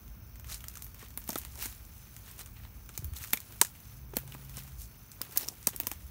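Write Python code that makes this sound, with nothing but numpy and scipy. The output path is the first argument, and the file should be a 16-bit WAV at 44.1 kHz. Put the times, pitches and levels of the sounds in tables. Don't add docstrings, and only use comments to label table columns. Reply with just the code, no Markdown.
import sys
import numpy as np
from scipy import signal
from scipy.fft import rfft, irfft
from scipy.io import wavfile
from scipy.ndimage import uniform_filter1d

SR = 44100
rng = np.random.default_rng(int(sys.argv[2]) if len(sys.argv) > 2 else 0)


def rack_gain(trim_db):
    fader = np.asarray(trim_db, float)
    return 10 ** (fader / 20)


def output_pcm(signal):
    pcm = np.clip(np.atleast_2d(signal).T, -1, 1) * 32767
    wavfile.write(sys.argv[1], SR, np.round(pcm).astype(np.int16))


N = 269010

# frequency in Hz, density in dB per Hz.
AIR_COLOUR = [(88, -45.5), (150, 3), (230, -2), (340, -9), (545, -14), (1550, -14), (1890, -22),
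              (2340, -18.5), (4800, -33), (6070, -36), (7660, -62), (10800, -28), (14600, -11),
              (15600, -6.5), (16500, -14)]
# pitch in Hz, width in Hz, level in dB.
INSECTS = [(6124, 290, -72.5), (5400, 500, -75.5), (4560, 140, -84.5), (2350, 370, -78.5)]
# frequency in Hz, width in Hz, level in dB.
HUMS = [(52.8, 11.6, -1.5), (71.4, 13.7, -5.5), (108, 21.6, 7), (135, 80, -8.5), (208, 42, -6)]
# time in seconds, rumble level in dB.
GUSTS = [(0.0, -49), (1.2, -53), (1.53, -47), (2.02, -54), (2.65, -50), (2.94, -50), (3.19, -56),
         (3.7, -53.5), (3.79, -54), (3.86, -54), (4.02, -48), (4.72, -51), (4.82, -47), (5.3, -60),
         (5.54, -59), (5.84, -54.5), (6.1, -46.5)]

# time in seconds, crush level in dB.
CRUSH = [(0.0, -66), (0.42, -70.5), (0.58, -59.5), (1.05, -65.5), (1.6, -55), (1.92, -62.5), (2.33, -58),
         (2.7, -67), (2.95, -63), (3.52, -55.5), (3.75, -61), (3.92, -58), (4.06, -66), (4.35, -57),
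         (4.89, -64), (5.13, -61), (5.33, -56.5), (5.6, -60), (5.81, -57.5), (6.1, -60.5)]
# middle in seconds, half length in seconds, crush level in dB,
# large leaves in dB relative to the small ones.
LEAF_ROLLS = [(0.525, 0.045, -43, -8.5), (1.024, 0.058, -58, 2.5), (1.311, 0.037, -47.5, -12),
              (1.379, 0.033, -53, -13), (1.42, 0.024, -60, -5), (1.634, 0.04, -39, -8.5),
              (1.708, 0.045, -53, -9), (2.285, 0.047, -55.5, -3), (2.406, 0.024, -45.5, -5.5),
              (2.575, 0.018, -68.5, 11.5), (2.646, 0.037, -64, 5.5), (3.172, 0.016, -42, -15.5),
              (3.229, 0.037, -45, -7.5), (3.297, 0.048, -55, -9), (4.58, 0.044, -49, -5.5),
              (4.67, 0.069, -62.5, -3.5), (4.822, 0.047, -51, -23), (5.327, 0.015, -50.5, -5),
              (5.42, 0.04, -42, -8.5), (2.957, 0.026, -55, -5.5), (4.166, .012, -44.5, -9),
              (5.366, 0.011, -42, -5), (5.242, 0.041, -58.5, 3)]
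LEAF_HZ = (1300, 1900, 2800, 4100, 5500, 6500, 8800, 12500, 14500)
# frequency in Hz, gain in dB.
CRISP = [(1800, -21.5), (3200, -14), (4600, -7.5), (6400, -3), (8300, -5.5), (9500, -3), (11500, -2.5),
         (14000, -37)]
DULL = [(350, -16), (650, -7), (1000, -3.5), (2200, -1.5), (3300, -2.5), (4300, -4), (6500, -17.5)]
FINE = [(7500, -39), (9500, -0.5), (11500, 4.5), (13000, 3.5), (15300, 5.5), (16000, 7), (16800, -41)]

# start in seconds, peak
# in dB, dull part in dB relative to the peak.
TICKS = [(0.0785, -44, -10), (0.3564, -39.5, -12), (0.397, -37, -13), (0.444, -40, -4), (0.606, -35.5, -11),
         (0.7136, -44, -6), (0.8654, -38, -13), (0.9444, -36.5, -13.5), (0.9933, -36, -16),
         (1.084, -39, -27), (1.1046, -39, -13), (1.5212, -39, -24), (1.5755, -36, -16), (1.9524, -50, -16),
         (2.0796, -52, -10), (2.141, -41, -27), (2.86, -42, -15), (3.1352, -35.5, -8.5), (3.217, -41, -24),
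         (3.274, -34, -23), (3.4168, -45, -5), (3.752, -47, -3), (3.8016, -40, -32), (4.2762, -34, -12),
         (4.449, -39, -22), (4.635, -36, -19), (4.677, -37, -13), (4.792, -49, -21), (5.3105, -38, -18),
         (6.066, -44, -16),
         (0.506, -33, -15), (0.529, -32, -15), (0.698, -40, -12), (1.0485, -42, -15), (1.1403, -44, -15),
          (1.612, -31, -17), (1.632, -30, -15), (1.667, -34, -15), (1.851, -42, -25), (2.26, -43, -15),
          (2.287, -44, -15), (2.381, -39, -13), (2.7935, -52, -14), (3.246, -37, -13), (3.358, -36, -17),
          (3.5229, -35, -18), (4.1056, -48, -20), (4.139, -37.5, -18), (4.543, -40, -14), (4.605, -42, -15),
          (4.7187, -41, -15), (4.9596, -53, -15), (5.3223, -37, -15), (5.5837, -49, -15), (5.733, -40, -4),
          (6.0057, -45, -15)]
# start in seconds, peak in dB, dull and fine parts in dB relative to the peak.
STALKS = [(0.4987, -37, -3, -18), (0.5134, -33, -25, -15), (0.5433, -21, -32, -18), (0.7392, -36, -18, -9),
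          (0.7539, -27.5, -16, -12), (0.7713, -26.5, -17, -11), (0.844, -35.5, -30, 0.5),
          (1.217, -35.5, -11, -20), (1.2397, -35, -23, -6), (1.3302, -25, -14, -8), (1.4152, -32, -15, -10),
          (1.555, -34, -17, -9), (2.1648, -30.5, -16, -9), (2.3123, -33, -25, -9), (2.396, -40, -19, -12),
          (2.46, -32, -18, -14), (2.8911, -32, -11.5, -12), (3.1574, -40, -10, -14), (3.163, -35, -13, -16),
          (3.3057, -28, -19, -10), (3.6684, -28, -37, -11), (4.3214, -34.5, -7.5, -12),
          (4.342, -35.5, -21, -6), (4.495, -37, -10.5, -2.5), (4.8167, -30.5, -30, -9),
          (5.1165, -30, -38, -14), (5.47, -34, -20, -7), (5.6277, -33, -17, -13), (5.834, -31, -11, -16),
          (1.396, -32, -20, -10)]
# start in seconds, peak in dB, dull and fine parts in dB relative
SNAPS = [(0.6406, -29, -11, -10), (0.683, -22, -28, -10), (0.8218, -22, -38, -9.5), (1.174, -25, -13, 0),
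         (1.291, -18.5, -21, -8), (1.3565, -14.5, -12, -18), (1.3845, -24.5, -25, -2.5),
         (1.4495, -27.5, -10, -10), (1.6566, -20, -17, -18), (2.9764, -15.5, -32, -12),
         (3.044, -30, -21, -2), (3.3324, -11, -12.5, -3), (3.3722, -21.5, -16.5, -14),
         (3.4028, -27.5, -27, -8), (3.6137, 4.5, -24.5, -15), (3.6484, -19, -13, -12),
         (4.1678, -15, -12, -3), (4.5695, -23, -37, -15), (5.215, -18, -22, -5.5), (5.358, -33, -16.5, -6),
         (5.3729, -10, -30, -2), (5.4849, -15, -47, -17), (5.6704, -2.5, -28, -11.5),
         (5.689, -23.5, -15, -10), (5.7618, -22, -26, -5), (5.8, -18, -15.5, -3.5),
         (5.869, -14, -16.5, -4.5), (5.9148, -18, -15, -9.5)]
# start in seconds, peak in dB,
# dull and fine parts in dB relative to the peak.
LAST_FIBRES = [(1.277, -30, -15, -4), (1.3036, -21, -31, -10), (1.378, -30, -23, -1),
               (3.3286, -25, -25, -14), (3.3343, -18, -15, -11), (3.6155, -7.5, -14, -12),
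               (5.3775, -11.5, -32, -7), (5.4795, -24, -22, -11), (1.288, -29, -25, -6),
               (1.3185, -29, -22, -12), (1.434, -40, -4, -14)]
# start in seconds, peak in dB, pitch in Hz.
SPLINTERS = [(0.5235, -32, 6050), (0.5425, -37, 6430), (1.1745, -34, 2220), (1.292, -32, 6360),
             (1.305, -28, 5500), (1.3567, -28.5, 2500), (1.3581, -27, 1310), (1.62, -36, 2800),
             (1.64, -42, 4600), (3.166, -34, 3580), (3.333, -20, 3570), (3.374, -31, 2330),
             (3.3733, -33, 3620), (3.6145, -18, 1560), (3.615, -17, 2200), (3.648, -35, 2500),
             (4.168, -28, 5900), (4.168, -30, 3900), (4.321, -40.5, 2900), (4.348, -42, 1600),
             (4.342, -44, 2520), (4.54, -46, 2600), (4.6, -42, 2600), (5.2158, -23.5, 5180),
             (5.215, -33, 1350), (5.379, -24, 6320), (5.4848, -23, 5800), (5.6715, -21, 7000),
             (5.671, -24, 4230), (5.684, -34.5, 850), (5.8005, -30, 2450), (5.8005, -29, 6890),
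             (5.87, -25, 6040), (5.915, -36, 6220), (3.617, -21, 420), (3.6155, -20, 890),
             (3.625, -32, 980), (3.6142, -10, 8300), (1.295, -32, 590), (1.3585, -30, 560),
             (5.6735, -27, 640), (5.672, -22, 8600), (3.023, -38, 250), (3.047, -42, 200), (2.6, -46, 1900),
             (2.65, -44, 2400), (5.117, -40, 4500), (5.363, -38, 800), (1.558, -45, 900),
             (0.768, -40, 1300)]
# start in seconds, peak in dB, low mode in Hz, high mode in Hz,
# high mode in dB relative to the low.
KNOCKS = [(0.639, -54, 220, 1240, 14.5), (1.028, -33, 212, 995, -1), (1.175, -36.5, 286, 990, -0.5),
          (1.2915, -24.5, 229, 870, 0), (1.324, -32.5, 260, 820, -23), (1.3569, -20.5, 342, 814, -21),
          (1.4485, -45, 197, 2190, 3), (1.657, -34.5, 300, 1600, 0), (2.891, -42, 180, 1260, 6),
          (2.976, -37.5, 360, 2360, 3), (3.333, -26, 235, 2220, 10), (3.6162, -19, 444, 910, 2),
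          (4.135, -29, 384, 2400, -17), (4.167, -20.5, 233, 720, -32), (4.348, -37.5, 260, 1000, 7),
          (4.571, -35, 190, 1070, -2), (5.21, -30.5, 240, 1030, 0.5), (5.362, -37, 315, 710, -6),
          (5.372, -42, 587, 1200, 5), (5.483, -37, 320, 1230, 2), (5.6725, -24, 218, 690, 0),
          (5.801, -32.5, 290, 810, -4), (5.869, -31, 240, 1030, 5.5), (5.916, -35, 305, 810, 3)]

# middle in seconds, half length in seconds, level in dB.
TRILLS = [
    (1.2, .12, -74),
    (3.12, .1, -72),
    (4.87, .14, -75),
]
# middle in seconds, half length in seconds, level in dB.
PRESSES = [
    (1.588, 0.042, -57),
    (2.404, 0.057, -64.5),
    (3.524, 0.043, -60.5),
    (4.294, 0.31, -63.5),
    (5.297, 0.13, -60.5),
    (5.426, 0.063, -55.5),
    (5.513, 0.037, -60),
    (5.743, 0.017, -51),
    (5.833, 0.041, -54.5),
]
# frequency in Hz, gain in dB.
SOIL_COLOUR = [(120, -21), (250, 5.5), (380, 4.5), (600, -1), (900, 0.5), (1600, -17.5)]
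# start in seconds, peak in dB, pitch in Hz, decay by 60 dB in seconds.
BUMPS = [
    (2.99, -32.5, 99, 0.03),
    (3.025, -39, 128, 0.061),
    (3.039, -33, 80.8, 0.19),
    (3.079, -30, 63.4, 0.042),
    (3.12, -32, 72, 0.078),
    (3.21, -40, 79, 0.032),
]
# time in seconds, pitch in Hz, level in dB.
ENGINE = [
    (3.75, 132.7, -75),
    (4.0, 132.1, -51.5),
    (4.35, 135, -50),
    (4.7, 135, -51),
    (4.85, 135, -64),
]
# frequency in Hz, width in Hz, depth from 0 to 1.
MIC_PORT = (10550, 600, .4)


def rms1(x):
    return x / np.sqrt(np.mean(x ** 2, axis=-1, keepdims=True))


def colour(x, points):
    hz, db = np.transpose(points)
    grid = np.fft.rfftfreq(4096, 1 / SR)
    log_gain = np.interp(np.log(grid + 1), np.log(hz), db) * np.log(10) / 20
    cep = irfft(log_gain)
    cep[1:2048] *= 2
    cep[2049:] = 0
    taps = irfft(np.exp(rfft(cep)))[:1024]
    taps = taps.reshape((1,) * (x.ndim - 1) + (-1,))
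    return signal.fftconvolve(x, taps, axes=-1)[..., :x.shape[-1]]


def ring(x, hz, width_hz):
    return signal.lfilter(*signal.iirpeak(hz, hz / width_hz, SR), x)


def ring_twice(x, hz, width_hz):
    return ring(ring(x, hz, width_hz), hz, width_hz)


def walk(rate):
    k = int(SR / rate)
    held = np.repeat(rng.standard_normal(N // k + 1), k)
    return 0.67 * uniform_filter1d(uniform_filter1d(held, k), k)[:N]


def curve(table):
    s, *columns = np.transpose(table)
    return [np.interp(np.arange(N) / SR, s, c) for c in columns]


def add(out, s, sound):
    i = int(s * SR)
    out[i:i + len(sound)] += sound[:N - i]


def roll(middle, half, db):
    end_db, squareness = -11, 1.72
    distance = np.minimum(np.abs(np.arange(N) / SR - middle) / half, 4)
    return rack_gain(db + end_db * distance ** squareness)


def crackle(per_s, spread_db, ring_s):
    size_db = spread_db * np.minimum(rng.exponential(size=N), 3.6)
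    breaks = (rng.random(N) < per_s / SR) * rack_gain(2 * size_db)
    power = signal.lfilter([1], [1, -np.exp(-2 / (ring_s * SR))], breaks)
    return np.sqrt(power) * rng.standard_normal(N)


def background():
    hiss = rack_gain(-56.5 + 0.25 * walk(4.3)) * rms1(colour(rng.standard_normal(N), AIR_COLOUR))
    chorus = 0
    for hz, width_hz, db in INSECTS:
        chorus = chorus + rack_gain(db + 4 * walk(12)) * rms1(ring_twice(rng.standard_normal(N), hz, width_hz))
    hums = []
    for hz, width_hz, db in HUMS:
        hum = rms1(ring_twice(rng.standard_normal(N), hz, 1.6 * width_hz))
        hums.append(rack_gain(db + 2.2 * walk(11)) * hum)
    deep_db = curve(GUSTS)[0]
    calm_db, upper_follows = -55.5, 0.39
    upper_db = -58.5 + upper_follows * (deep_db - calm_db)
    return hiss + chorus + rack_gain(deep_db) * rms1(sum(hums[:2])) + rack_gain(upper_db) * rms1(sum(hums[2:]))


def patches(depth_db):
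    return rack_gain(depth_db * walk(35.))


def single_leaves(small_gain, large_gain):
    out = 0
    for hz in LEAF_HZ:
        gain = large_gain if hz < 3500 else small_gain
        leaf = rms1(ring(crackle(90., 3.2, 0.0033), hz, 0.12 * hz))
        out = out + gain * patches(2.5 * 1.4) * leaf
    return out / np.sqrt(len(LEAF_HZ))


def leaves():
    large_far = rack_gain(-7)
    small_gain = sum(roll(*row[:3]) for row in LEAF_ROLLS)
    large_gain = sum(roll(*row[:3]) * rack_gain(row[3]) for row in LEAF_ROLLS)
    bed = rack_gain(curve(CRUSH)[0] + 2.0 * walk(24.27))
    jerk = rack_gain(1.2 * walk(60))
    shared = rms1(crackle(450., 4.3, 0.0013))
    out = 0
    for points, db, far, near in ((CRISP, -4., 1, small_gain), (FINE, -2., 1, small_gain),
                                  (DULL, 0., large_far, large_gain)):
        even = rms1(crackle(1700.0, 5.1, 0.0038))
        coarse = rms1(shared + 0.76 * rms1(crackle(900., 2.2, 0.013)))
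        crush = far * bed * even + near * jerk * patches(2.5) * coarse
        out = out + rack_gain(db) * colour(crush, points) / colour(even[:SR], points).std()
    small_lone = np.hypot(small_gain, 0.14 * bed)
    large_lone = np.hypot(large_gain, 1.05 * bed * large_far)
    return out + rack_gain(-5) * single_leaves(small_lone, large_lone)


def breaks():
    tick_ms, tick_scatter_db, tick_fine_db = 3.1, -19.5, -8
    return ([(*row, 2.75, -27.5 - 0.16 * row[1]) for row in SNAPS]
            + [(*row, 2.4, -55) for row in LAST_FIBRES]
            + [(*row, tick_ms, tick_scatter_db) for row in STALKS]
            + [(*row, tick_fine_db, tick_ms, tick_scatter_db) for row in TICKS])


def snaps():
    out, t = np.zeros(N), np.arange(SR // 8) / SR
    s, peak_db, dull_db, fine_db, length_ms, scatter_db = np.transpose(breaks())[..., None]
    noise = np.moveaxis(rng.standard_normal((len(s), 3, len(t))), 1, 0)
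    jerks = rack_gain(2.7 * np.repeat(noise[2, :, :300], SR // 2000, axis=1)[:, :len(t)])
    clumps = rack_gain(3.1 * np.repeat(noise[2, :, 300:400], SR // 400, axis=1)[:, :len(t)])
    first = 1 + 2.1 * np.exp(-t / 0.00054)
    decay = np.exp(-1000 * t / np.clip(length_ms, .3, 9))
    burst = noise[0] * jerks * first * (1 - np.exp(-t / 0.00013)) * decay
    burst /= burst[:, :SR // 100].std(axis=1, keepdims=True)
    burst += 8.0 * np.sign(noise[2, :, -1:]) * np.exp(-((t - .0003) * SR) ** 2)
    fade = np.exp(-t / 0.015) + rack_gain(-11.0) * np.exp(-t / 0.024)
    tail = noise[1] * clumps * (1 - np.exp(-t / 0.0065)) * fade
    sound = 0
    for points, part_db, lag_s in ((CRISP, -12., .0001), (DULL, dull_db, .0005), (FINE, fine_db, .0001)):
        direct = rack_gain(part_db - 9.5) * (1 - np.exp(-t / lag_s)) * burst
        scatter = rack_gain(scatter_db + 1.1 * part_db + 7) * tail
        sound = sound + colour(direct + scatter, points) / colour(noise[1, 0], points).std()
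    for k in range(len(s)):
        add(out, s[k, 0] + .0003, rack_gain(peak_db[k]) * sound[k])
    return out


def splinters():
    out, t = np.zeros(N), np.arange(SR // 40) / SR
    cycles, least_width_hz = 9.5, 150
    for s, db, hz in SPLINTERS:
        shake = rng.standard_normal(len(t)) * np.exp(-t / 0.0022)
        tone = ring(shake, hz, max(hz / cycles, least_width_hz))
        add(out, s, rack_gain(db - 4) * tone / np.abs(tone).max())
    return out


def knocks():
    out, t = np.zeros(N), np.arange(SR // 10) / SR
    wood_t60_s = 0.021
    for s, db, low_hz, high_hz, high_db in KNOCKS:
        grit = rng.standard_normal(len(t)) * np.exp(-t / 0.0042) * (1 - np.exp(-t / 0.00048))
        push = np.exp(-t / 0.00026) * (1 - np.exp(-t / 0.00031)) + 0.18 * grit
        low, high = (ring(push, hz, np.log(1000) / np.pi / wood_t60_s * (hz / 500) ** 0.49)
                     for hz in (low_hz, high_hz))
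        thud = ring_twice(grit, 1.98 * low_hz, 2.0 * low_hz)
        low, high, thud = (x / np.abs(x).max() for x in (low, high, thud))
        add(out, s + .0006, rack_gain(db - 7.5) * (low + rack_gain(high_db) * high + rack_gain(-3.5) * thud))
    return out


def cricket():
    trill = ring_twice(rng.standard_normal(N), 4460, 130)
    return sum(roll(*row) for row in TRILLS) * rms1(trill)


def soil():
    crumble = rms1(colour(crackle(150., 2.1, 0.0055), SOIL_COLOUR))
    return sum(roll(*row) for row in PRESSES) * crumble


def bumps():
    out, t = np.zeros(N), np.arange(SR // 5) / SR
    for s, db, hz, t60 in BUMPS:
        swing = (1 - np.exp(-t / 0.0054)) * np.exp(-np.log(1000) * t / t60) * np.sin(2 * np.pi * hz * t)
        add(out, s, rack_gain(db) * swing / np.abs(swing).max())
    return out


def engine():
    hz, db = curve(ENGINE)
    phase = 2 * np.pi * np.cumsum(hz + 1.05 * walk(8.47)) / SR
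    return rack_gain(db + 3.1 * walk(9)) * np.sin(phase)


def scene():
    steps = leaves() + snaps() + splinters() + knocks() + soil()
    return (background() + steps + cricket() + bumps() + engine())[None]


def top_cut(x):
    return signal.sosfilt(signal.butter(12, 17000, fs=SR, output="sos"), x)


def record(dry):
    port_hz, port_width_hz, port_depth = MIC_PORT
    ported = dry - port_depth * ring(dry, port_hz, port_width_hz)
    full = signal.sosfilt(signal.butter(2, 36, "highpass", fs=SR, output="sos"), ported)
    ceiling = .8
    full = ceiling * np.tanh(full / ceiling)
    top = signal.sosfiltfilt(signal.ellip(8, .1, 45, 15850, "highpass", fs=SR, output="sos"), full)
    power = np.diff(full, prepend=0) ** 2
    before = uniform_filter1d(power, size=1001, origin=500)
    attack = uniform_filter1d(power, size=128) > np.maximum(6 * before, rack_gain(2 * -33))
    top_open = uniform_filter1d(1. 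* attack, size=128)
    return top_cut(full - top * (1 - top_open))


dry = scene()
out = record(dry)
output_pcm(out)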